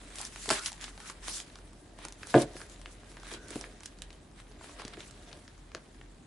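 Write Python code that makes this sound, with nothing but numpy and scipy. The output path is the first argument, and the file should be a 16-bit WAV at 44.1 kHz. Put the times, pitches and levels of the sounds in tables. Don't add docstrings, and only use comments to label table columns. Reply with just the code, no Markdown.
import sys
import numpy as np
from scipy import signal
from scipy.fft import rfft, irfft, next_fast_len
from scipy.io import wavfile

SR = 44100
rng = np.random.default_rng(int(sys.argv[2]) if len(sys.argv) > 2 else 0)


def to_wav(s):
    ch = np.atleast_2d(s).T
    pcm = np.round(np.clip(ch, -1, 1) * 32767)
    wavfile.write(sys.argv[1], SR, pcm.astype(np.int16))


N = 276330


def from_db(db):
    return 10 ** (np.asarray(db) / 20)


def unit_rms(x):
    return x / np.sqrt(np.mean(x ** 2) + 1e-20)


def at_hz(points, hz):
    points_hz, values = np.transpose(points)
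    return np.interp(np.log(hz), np.log(points_hz), values)


def drift(rate_hz):
    hop, run_in = 40, 2000
    pole = np.exp(-2 * np.pi * rate_hz * hop / SR)
    white = rng.standard_normal(N // hop + run_in + 2)
    slow = signal.lfilter([1], [1, -2 * pole, pole * pole], white)[run_in:]
    return np.interp(np.arange(N) / hop, np.arange(len(slow)), unit_rms(slow))


def ring(force, hz, t60_s):
    r, w = from_db(-60 / (t60_s * SR)), 2 * np.pi * hz / SR
    return signal.lfilter([0, np.sin(w)], [1, -2 * r * np.cos(w), r * r], force + 1e-18)


# freq_hz, correlation
STEREO_LIKENESS = [(60, .998), (250, 0.92), (500, 0.37), (1000, 0.22), (2000, 0.24), (4000, 0.14),
                   (8000, 0.07)]


def coloured(white, spectrum, flicker_db, flicker_hz, width, edge_count=12):
    out, common_drift = 0, drift(flicker_hz)
    edges_hz = np.geomspace(spectrum[0][0], spectrum[-1][0], edge_count)
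    for k, (low, high) in enumerate(zip(edges_hz, edges_hz[1:])):
        band = signal.butter(2, [low, high], "band", fs=SR, output="sos")
        mid, side = signal.sosfilt(band, white[k % 2])
        hz = np.sqrt(low * high)
        alike = np.clip(1 - width * (1 - at_hz(STEREO_LIKENESS, hz)), -1, 1)
        gain = from_db(at_hz(spectrum, hz) + flicker_db * (0.52 * common_drift + drift(flicker_hz)))
        out = out + gain * (np.sqrt(1 + alike) * mid + np.sqrt(1 - alike) * side * [[1], [-1]])
    return unit_rms(out)


# time_s, rubbing_db, rumble_db
STACK_MOTION = [(0, -58, -59), (.3, -57, -62), (.75, -57, -68), (1.0, -60.5, -65.5), (1.46, -60.5, -61.5),
                (1.62, -64, -64.5), (1.95, -67.5, -63), (2.2, -61.5, -61.5), (2.48, -58, -55),
                (2.82, -63, -63), (3.2, -61, -60.5), (3.7, -61, -56.5), (3.82, -64.5, -65),
                (4.15, -65, -63), (4.3, -68, -71.5), (4.8, -60.5, -54), (5.1, -62.5, -64),
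                (5.35, -61.5, -57), (5.55, -65.5, -75), (6.0, -66, -65.5), (6.27, -67.5, -75)]


def stack_levels_db():
    time_s, *levels_db = np.transpose(STACK_MOTION)
    return [np.interp(np.arange(N) / SR, time_s, column) for column in levels_db]


def friction(catches_per_s, spread_db):
    sizes = from_db(spread_db * np.minimum(rng.exponential(1, (2, 2, N)), 5))
    return sizes * rng.standard_normal((2, 2, N)) * (rng.random(N) < catches_per_s / SR)


# start_s, swell_s, sag_s, rustle_db, hiss_db
SHEET_SWIPES = [(.06, .047, .11, -56.5, -77), (0.157, 0.058, 0.042, -46.5, -42),
                (.225, 0.044, 0.014, -48, -43.5), (.33, 0.18, 0.047, -51.5, -43),
                (0.501, 0.0074, 0.086, -33.5, -31), (.61, 0.068, 0.017, -43, -37.5),
                (0.802, 0.021, 0.074, -46, -47), (1.002, 0.09, 0.028, -50, -48),
                (1.23, 0.061, .014, -43.5, -43.5), (1.283, 0.086, 0.046, -49.5, -35),
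                (1.982, 0.062, 0.032, -49.5, -54.5), (2.213, 0.019, 0.012, -53, -55),
                (2.268, .037, 0.047, -50.5, -44.5), (2.342, 0.0087, 0.081, -36.5, -46),
                (2.366, 0.055, 0.013, -49, -38.5), (2.532, 0.04, 0.094, -62, -50.5),
                (2.697, 0.02, 0.081, -59, -55), (2.9, .018, 0.03, -75, -56), (3.07, 0.032, .026, -70, -58),
                (3.25, 0.099, 0.024, -46, -48), (3.476, 0.054, 0.14, -49, -50),
                (3.81, 0.05, 0.066, -66, -59), (4.36, 0.044, 0.016, -56.5, -64),
                (4.612, 0.028, 0.15, -55.5, -55.5), (4.784, 0.014, 0.037, -46, -52),
                (4.84, 0.036, .03, -55, -62), (4.92, .022, 0.0095, -49, -68),
                (4.977, 0.019, 0.11, -53.5, -53.5), (5.16, .13, 0.05, -60.5, -60)]


def swipe_gains(onset_s=0.02, stop_s=0.025, entry_db=-9.5, exit_db=-9):
    power, t = np.zeros((2, N)), np.arange(N) / SR
    for start_s, swell_s, sag_s, rustle_db, hiss_db in SHEET_SWIPES:
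        corners_s = start_s + np.cumsum([-onset_s, onset_s, swell_s, sag_s, stop_s])
        span = slice(round(corners_s[0] * SR), round(corners_s[-1] * SR))
        shape_db = np.interp(t[span], corners_s, [entry_db - 18, entry_db, 0, exit_db, exit_db - 20])
        power[:, span] += from_db(shape_db + np.array([[rustle_db], [hiss_db]])) ** 2
    return np.sqrt(power)


# freq_hz, relative_density_db
RUSTLE_SPECTRUM = [(500, -23), (900, -1.5), (1300, 1), (2000, 1.5), (3000, -1.5), (4000, -1.5), (6500, -24)]
HISS_SPECTRUM = [(2200, -15), (4000, -1.5), (5500, 0), (7500, 1.5), (10000, -0.5), (12000, -1)]


def sliding_sheets(width=0.78):
    rubbing_db, _ = stack_levels_db()
    swipe_rustle, swipe_hiss = swipe_gains()
    sparse_catches = friction(catches_per_s=3500, spread_db=0.5)
    rustle = coloured(sparse_catches, RUSTLE_SPECTRUM, flicker_db=1.34, flicker_hz=50, width=width)
    dense_catches = friction(catches_per_s=20000, spread_db=2.5)
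    hiss = coloured(dense_catches, HISS_SPECTRUM, flicker_db=2.2, flicker_hz=14, width=width)
    rustle_gain = np.hypot(from_db(rubbing_db), swipe_rustle)
    hiss_gain = np.hypot(from_db(rubbing_db - 1.3), swipe_hiss)
    return rustle_gain * rustle + hiss_gain * hiss


# freq_hz, gain_db, t60_s
BOX_MODES = [(130.8, -5, 0.26), (165.5, -20.5, 0.52), (237.4, -8.5, 0.24), (242, -4, 0.043),
             (296.3, 1.5, 0.11), (349.5, -0.5, 0.12), (416.4, 0.5, 0.091), (509.7, -6, 0.17),
             (571.5, -4.5, 0.13), (616, 0.5, 0.068), (714, 1, 0.06), (750, -11.5, 0.09), (938, -8.5, 0.08),
             (1073, -12.5, 0.058), (1214, -12, 0.11), (1470, -58, 0.029), (1617, -7.5, 0.082),
             (1858, -8, 0.053), (2030, -12, .07), (2800, -25, 0.074)]


def box_rumble():
    _, rumble_db = stack_levels_db()
    shake = rng.standard_normal(N) * from_db(1.36 * drift(rate_hz=51))
    ringing = sum((-1) ** k * from_db(gain_db) * ring(shake, hz, t60_s)
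                  for k, (hz, gain_db, t60_s) in enumerate(BOX_MODES))
    low_cut = signal.butter(2, 220, "high", fs=SR, output="sos")
    return from_db(rumble_db) * unit_rms(signal.sosfilt(low_cut, ringing))


# freq_hz, relative_density_db
ROOM_SPECTRUM = [(22, -5), (35, -14), (55, 2), (92, -2.5), (168, -6), (320, -6.5), (470, -15.5),
                 (720, -16.5), (1300, -24), (1750, -28), (2400, -48), (3600, -35), (7000, -39),
                 (12000, -93)]


def room_noise(level_db=-56):
    white = rng.standard_normal((2, 2, N))
    noise = coloured(white, ROOM_SPECTRUM, flicker_db=0.7, flicker_hz=14, width=1, edge_count=20)
    return from_db(level_db) * noise


# pitch_hz, rms_db
MOTOR_TONES = [(43.45, -56.5), (40.94, -62.5)]


def motor_hum(in_phase_s=0.47, waver_db=1.2):
    t = np.arange(N) / SR - in_phase_s
    return sum(np.sqrt(2) * from_db(rms_db + waver_db * drift(rate_hz=0.55)) * np.cos(2 * np.pi * hz * t)
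               for hz, rms_db in MOTOR_TONES)


def faint_snap_rows(count=30, over_rubbing_db=10.5, spread_db=1.5):
    when, pitch_place, crack_place = rng.random((count, 3)).T
    peak_scatter, crack_scatter, pan_scatter = rng.standard_normal((count, 3)).T
    rubbing_db, _ = stack_levels_db()
    peak_db = rubbing_db[(when * N).astype(int)] + over_rubbing_db + spread_db * peak_scatter
    crack_db = peak_db - 12.5 + spread_db * crack_scatter
    pitch_hz = 990 * (3500 / 990) ** pitch_place
    crack_hz = 4000 * (7700 / 4000) ** crack_place
    return np.transpose([when * N / SR, peak_db, pitch_hz, crack_db, crack_hz, 5 * pan_scatter])


# start_s, peak_db, pitch_hz, crack_rms_db, crack_hz, left_minus_right_db
EDGE_SNAPS = [(.157, -37, 5130, -44.5, 8290, .5), (.185, -28.5, 3100, -42.5, 8200, 0),
              (.2035, -31, 1000, -55, 6000, 1), (.2139, -41, 1700, -36.5, 8730, 1),
              (.2511, -38, 3800, -39, 6750, 1), (.3598, -33.5, 2400, -47, 7810, 0),
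              (.4578, -33.5, 1200, -41, 5970, 1), (.4909, -24, 1740, -29.5, 4300, 0),
              (.5032, -15, 1290, -27.5, 5360, -2), (.5092, -12.5, 1330, -27.5, 4000, 2),
              (.5938, -46, 2080, -44, 4970, -5), (.6601, -27, 4960, -28.5, 6650, 2),
              (.7184, -40, 1050, -44, 7040, -1), (.7295, -51, 5120, -45, 5540, 3),
              (.8118, -44, 4770, -45.5, 4770, -2), (.841, -30.5, 3130, -39.5, 5000, -3),
              (.8803, -35, 1800, -59, 4900, -2), (.9773, -35.5, 1470, -52, 4540, 1),
              (1.0023, -38.5, 1380, -49, 4610, .5), (1.0989, -30.5, 1380, -42, 6400, 0),
              (1.282, -29, 1260, -38.5, 6360, -2), (1.3806, -33, 4930, -48, 6640, -3),
              (1.4012, -31, 4000, -42.5, 6950, -4), (1.5563, -40.5, 1210, -49, 4470, 2),
              (1.5872, -46, 1450, -58, 6360, -5), (1.7318, -52, 930, -61, 5470, 3),
              (1.988, -38, 970, -54, 6230, -2), (2.0509, -31.5, 1640, -39.5, 7550, 0),
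              (2.0842, -42, 1650, -45, 7840, 0), (2.1236, -44, 3370, -46, 7860, 4),
              (2.2318, -29, 2200, -49, 4000, 1), (2.271, -40.5, 1410, -45.5, 8070, -3),
              (2.3418, -7, 1130, -44.5, 4400, 2.5), (2.4191, -37, 1010, -31.5, 10300, 2),
              (2.5662, -35.5, 1600, -55, 7960, 3), (2.6042, -38, 1730, -64, 4000, -4),
              (2.615, -37, 1660, -49.5, 4610, 2), (2.6978, -54, 930, -51, 9030, 6),
              (2.815, -45, 1700, -53, 4170, 4), (2.8586, -29.5, 2470, -52, 4010, 3),
              (3.0328, -44, 1800, -70, 5200, -4), (3.1692, -36, 1570, -55.5, 4220, -1),
              (3.2321, -40, 1620, -54, 4080, -3), (3.2685, -39, 1750, -52.5, 4130, -4),
              (3.3149, -31.5, 2620, -53, 6930, -2), (3.338, -42, 2300, -46, 5040, -3),
              (3.1994, -48, 1580, -58, 6000, 5), (3.484, -57, 1430, -51, 7320, -9),
              (3.5054, -51, 1230, -43, 8400, -4), (3.5573, -42, 2170, -44.5, 7230, -.5),
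              (3.6117, -36.5, 988, -41, 5870, -3), (3.6403, -32, 1960, -61, 4790, -.5),
              (3.8059, -44.5, 1500, -52.5, 6520, 0), (3.8334, -40, 3360, -49.5, 9000, -5),
              (3.8584, -35, 4800, -39, 5800, -3.5), (3.9873, -57, 4650, -56.5, 4700, -4),
              (4.0197, -30, 3400, -42, 8150, -5), (4.1046, -38.5, 3830, -62, 4010, 4),
              (4.1287, -46, 3470, -57, 5900, -3), (4.4007, -39.5, 3140, -75, 4330, 3),
              (4.5146, -47, 915, -63, 5060, -7), (4.6107, -39, 1060, -63, 4270, .5),
              (4.6426, -37, 1640, -58, 8120, .5), (4.6942, -41, 1080, -63, 7100, 3),
              (4.7968, -36.5, 1090, -55, 4950, 2), (4.8189, -32.5, 1220, -54, 4170, -1),
              (4.85, -31.5, 4630, -49, 4780, 0), (4.8797, -38, 2040, -45.5, 4900, -1),
              (4.9355, -39.5, 2030, -51.5, 4190, -.5), (4.9703, -41, 1950, -60, 5960, -5),
              (5.005, -34.5, 2800, -50, 4030, -1), (5.1099, -50.5, 1220, -52, 5860, -9),
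              (5.3148, -43, 2600, -66, 6100, 5), (5.3287, -34.5, 3850, -61, 3980, 4),
              (5.4786, -44, 1760, -53, 3900, 1), (5.7174, -44.5, 2020, -61, 4000, 4),
              (5.7488, -27, 1810, -40, 3800, 2.5), (6.0128, -39.5, 2010, -69, 5200, 4)]


def edge_snaps(snap_t60_s=0.011, flutter_t60_s=0.053, length=4096):
    out, t = np.zeros((2, N + length)), np.arange(length) / SR
    crack_low_cut = signal.butter(2, 3000, "high", fs=SR, output="sos")
    rows = np.vstack([EDGE_SNAPS, faint_snap_rows()])
    noises = rng.standard_normal((len(rows), 4, length))
    fade = from_db(-60 * t / snap_t60_s)
    flutter = from_db(-12.5 - 60 * t / flutter_t60_s)
    for (start_s, peak_db, pitch_hz, crack_db, crack_hz, pan_db), noise in zip(rows, noises):
        body_noise, crack_noise, left_noise, right_noise = noise
        body = ring(body_noise * (fade + flutter), pitch_hz, t60_s=3.3 / pitch_hz)
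        body = ring(body, pitch_hz, t60_s=0.5 / pitch_hz)
        stereo_noise = crack_noise + 0.45 * np.array([left_noise, right_noise])
        burst = stereo_noise * (fade ** 2.8 + flutter)
        crack = signal.sosfilt(crack_low_cut, ring(burst, crack_hz, t60_s=2.2 / crack_hz))
        crack_rms = np.std(crack[:, :SR * 6 // 1000])
        snap = from_db(peak_db) * body / abs(body).max() + from_db(crack_db) * crack / crack_rms
        start = round(start_s * SR)
        out[:, start:start + length] += snap * from_db([[pan_db / 2], [-pan_db / 2]])
    low_cut = signal.butter(2, 450, "high", fs=SR, output="sos")
    return signal.sosfilt(low_cut, out[:, :N])


def room_echo(source, t60_s=0.28, wall_cut_hz=3200, apart_hz=1500, bass_cut_hz=277):
    size = next_fast_len(N + SR)
    hz = np.arange(size // 2 + 1) * SR / size
    wall = 1 / (1 + 1j * hz / wall_cut_hz)
    response = np.zeros((2, len(hz)), complex)
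    for k, lag_s in enumerate(rng.uniform(0.008, 0.03, 12)):
        loop = from_db(-60 * lag_s / t60_s) * wall * np.exp(-2j * np.pi * hz * lag_s)
        response[k % 2] += loop / (1 - loop) * (-1) ** (k // 2)
    mid = response.mean(axis=0)
    response = mid + (response - mid) * hz / (hz + apart_hz)
    response *= hz ** 2 / (hz ** 2 + bass_cut_hz ** 2)
    return irfft(response * rfft(source, size), size)[:, :N]


# start_s, peak_db, favoured_hz, t60_share (left by the damping hand)
BUNDLE_LANDINGS = [(.481, -30.5, 400, 0.44), (.506, -26.5, 600, .6), (.511, -23, 288, 0.44),
                   (1.278, -45, 401, .98), (2.053, -39.5, 350, 0.73), (2.344, -6.5, 805, 0.68),
                   (2.348, -12, 200, 0.38), (2.355, -6.5, 366, 0.62), (2.364, -8.5, 366, .7),
                   (2.378, -16, 700, 0.48), (2.432, -33, 130, .4), (2.55, -36, 327, .4),
                   (3.319, -37, 335, 0.37), (3.339, -37, 294, 0.62), (3.505, -36.5, 387, 1.),
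                   (3.558, -26.5, 305, 0.39), (4.799, -49, 748, 0.76), (4.851, -35, 240, 0.15),
                   (4.972, -36, 345, 1.), (5.747, -34.5, 530, 0.37)]


def box_knocks(contact_hz=980, bass_cut_hz=95, spread_db=1.5, favour_db_per_octave=6.5):
    length = SR // 2
    out = np.zeros(N + length)
    scatters_db = spread_db * rng.standard_normal((len(BUNDLE_LANDINGS), len(BOX_MODES)))
    push = signal.lfilter(*signal.butter(2, contact_hz, fs=SR), signal.unit_impulse(length))
    push = signal.lfilter(*signal.butter(2, bass_cut_hz, "high", fs=SR), push)
    for (start_s, peak_db, favoured_hz, t60_share), scatter_db in zip(BUNDLE_LANDINGS, scatters_db):
        knock = np.zeros(length)
        for k, (hz, gain_db, t60_s) in enumerate(BOX_MODES):
            mode_db = gain_db + scatter_db[k] - favour_db_per_octave * abs(np.log2(hz / favoured_hz))
            knock += (-1) ** k * from_db(mode_db) * ring(push, hz, t60_s * t60_share)
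        start = round(start_s * SR)
        out[start:start + length] += from_db(peak_db) * knock / abs(knock).max()
    return out[:N]


# start_s, length_s, level_db, first_hz, last_hz
SINGING_DRAGS = [(.56, 0.09, -47.5, 1350, 1370), (1.0, .13, -53.5, 1363, 1386),
                 (3.18, .37, -59, 1540, 1533), (4.76, 0.11, -60, 1200, 1255)]


def singing_sheet(half_width_hz=110, ends_db=-10):
    out, t = np.zeros(N), np.arange(N) / SR
    smooth = signal.butter(2, half_width_hz, fs=SR)
    in_phase, quadrature = signal.lfilter(*smooth, rng.standard_normal((2, N)))
    envelope = unit_rms(in_phase) + 1j * unit_rms(quadrature)
    for start_s, length_s, level_db, first_hz, last_hz in SINGING_DRAGS:
        span = slice(round(start_s * SR), round((start_s + length_s) * SR))
        progress = (t[span] - start_s) / length_s
        pitch_hz = first_hz + (last_hz - first_hz) * progress
        tone = (envelope[span] * np.exp(2j * np.pi * np.cumsum(pitch_hz) / SR)).real
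        out[span] += from_db(level_db + ends_db * (2 * progress - 1) ** 2) * tone
    return out


def scene():
    hits = edge_snaps() + box_knocks()
    background = room_noise()
    rubbing = sliding_sheets() + box_rumble() + singing_sheet()
    echo = from_db(-10) * room_echo(hits.mean(axis=0))
    return hits + rubbing + echo + background + motor_hum()


def record(dry):
    edge = signal.cheby2(16, 32, 11300, fs=SR, output="sos")
    skirt = signal.butter(14, 11650, fs=SR, output="sos")
    return signal.sosfilt(skirt, signal.sosfilt(edge, dry))


dry = scene()
out = record(dry)
to_wav(out)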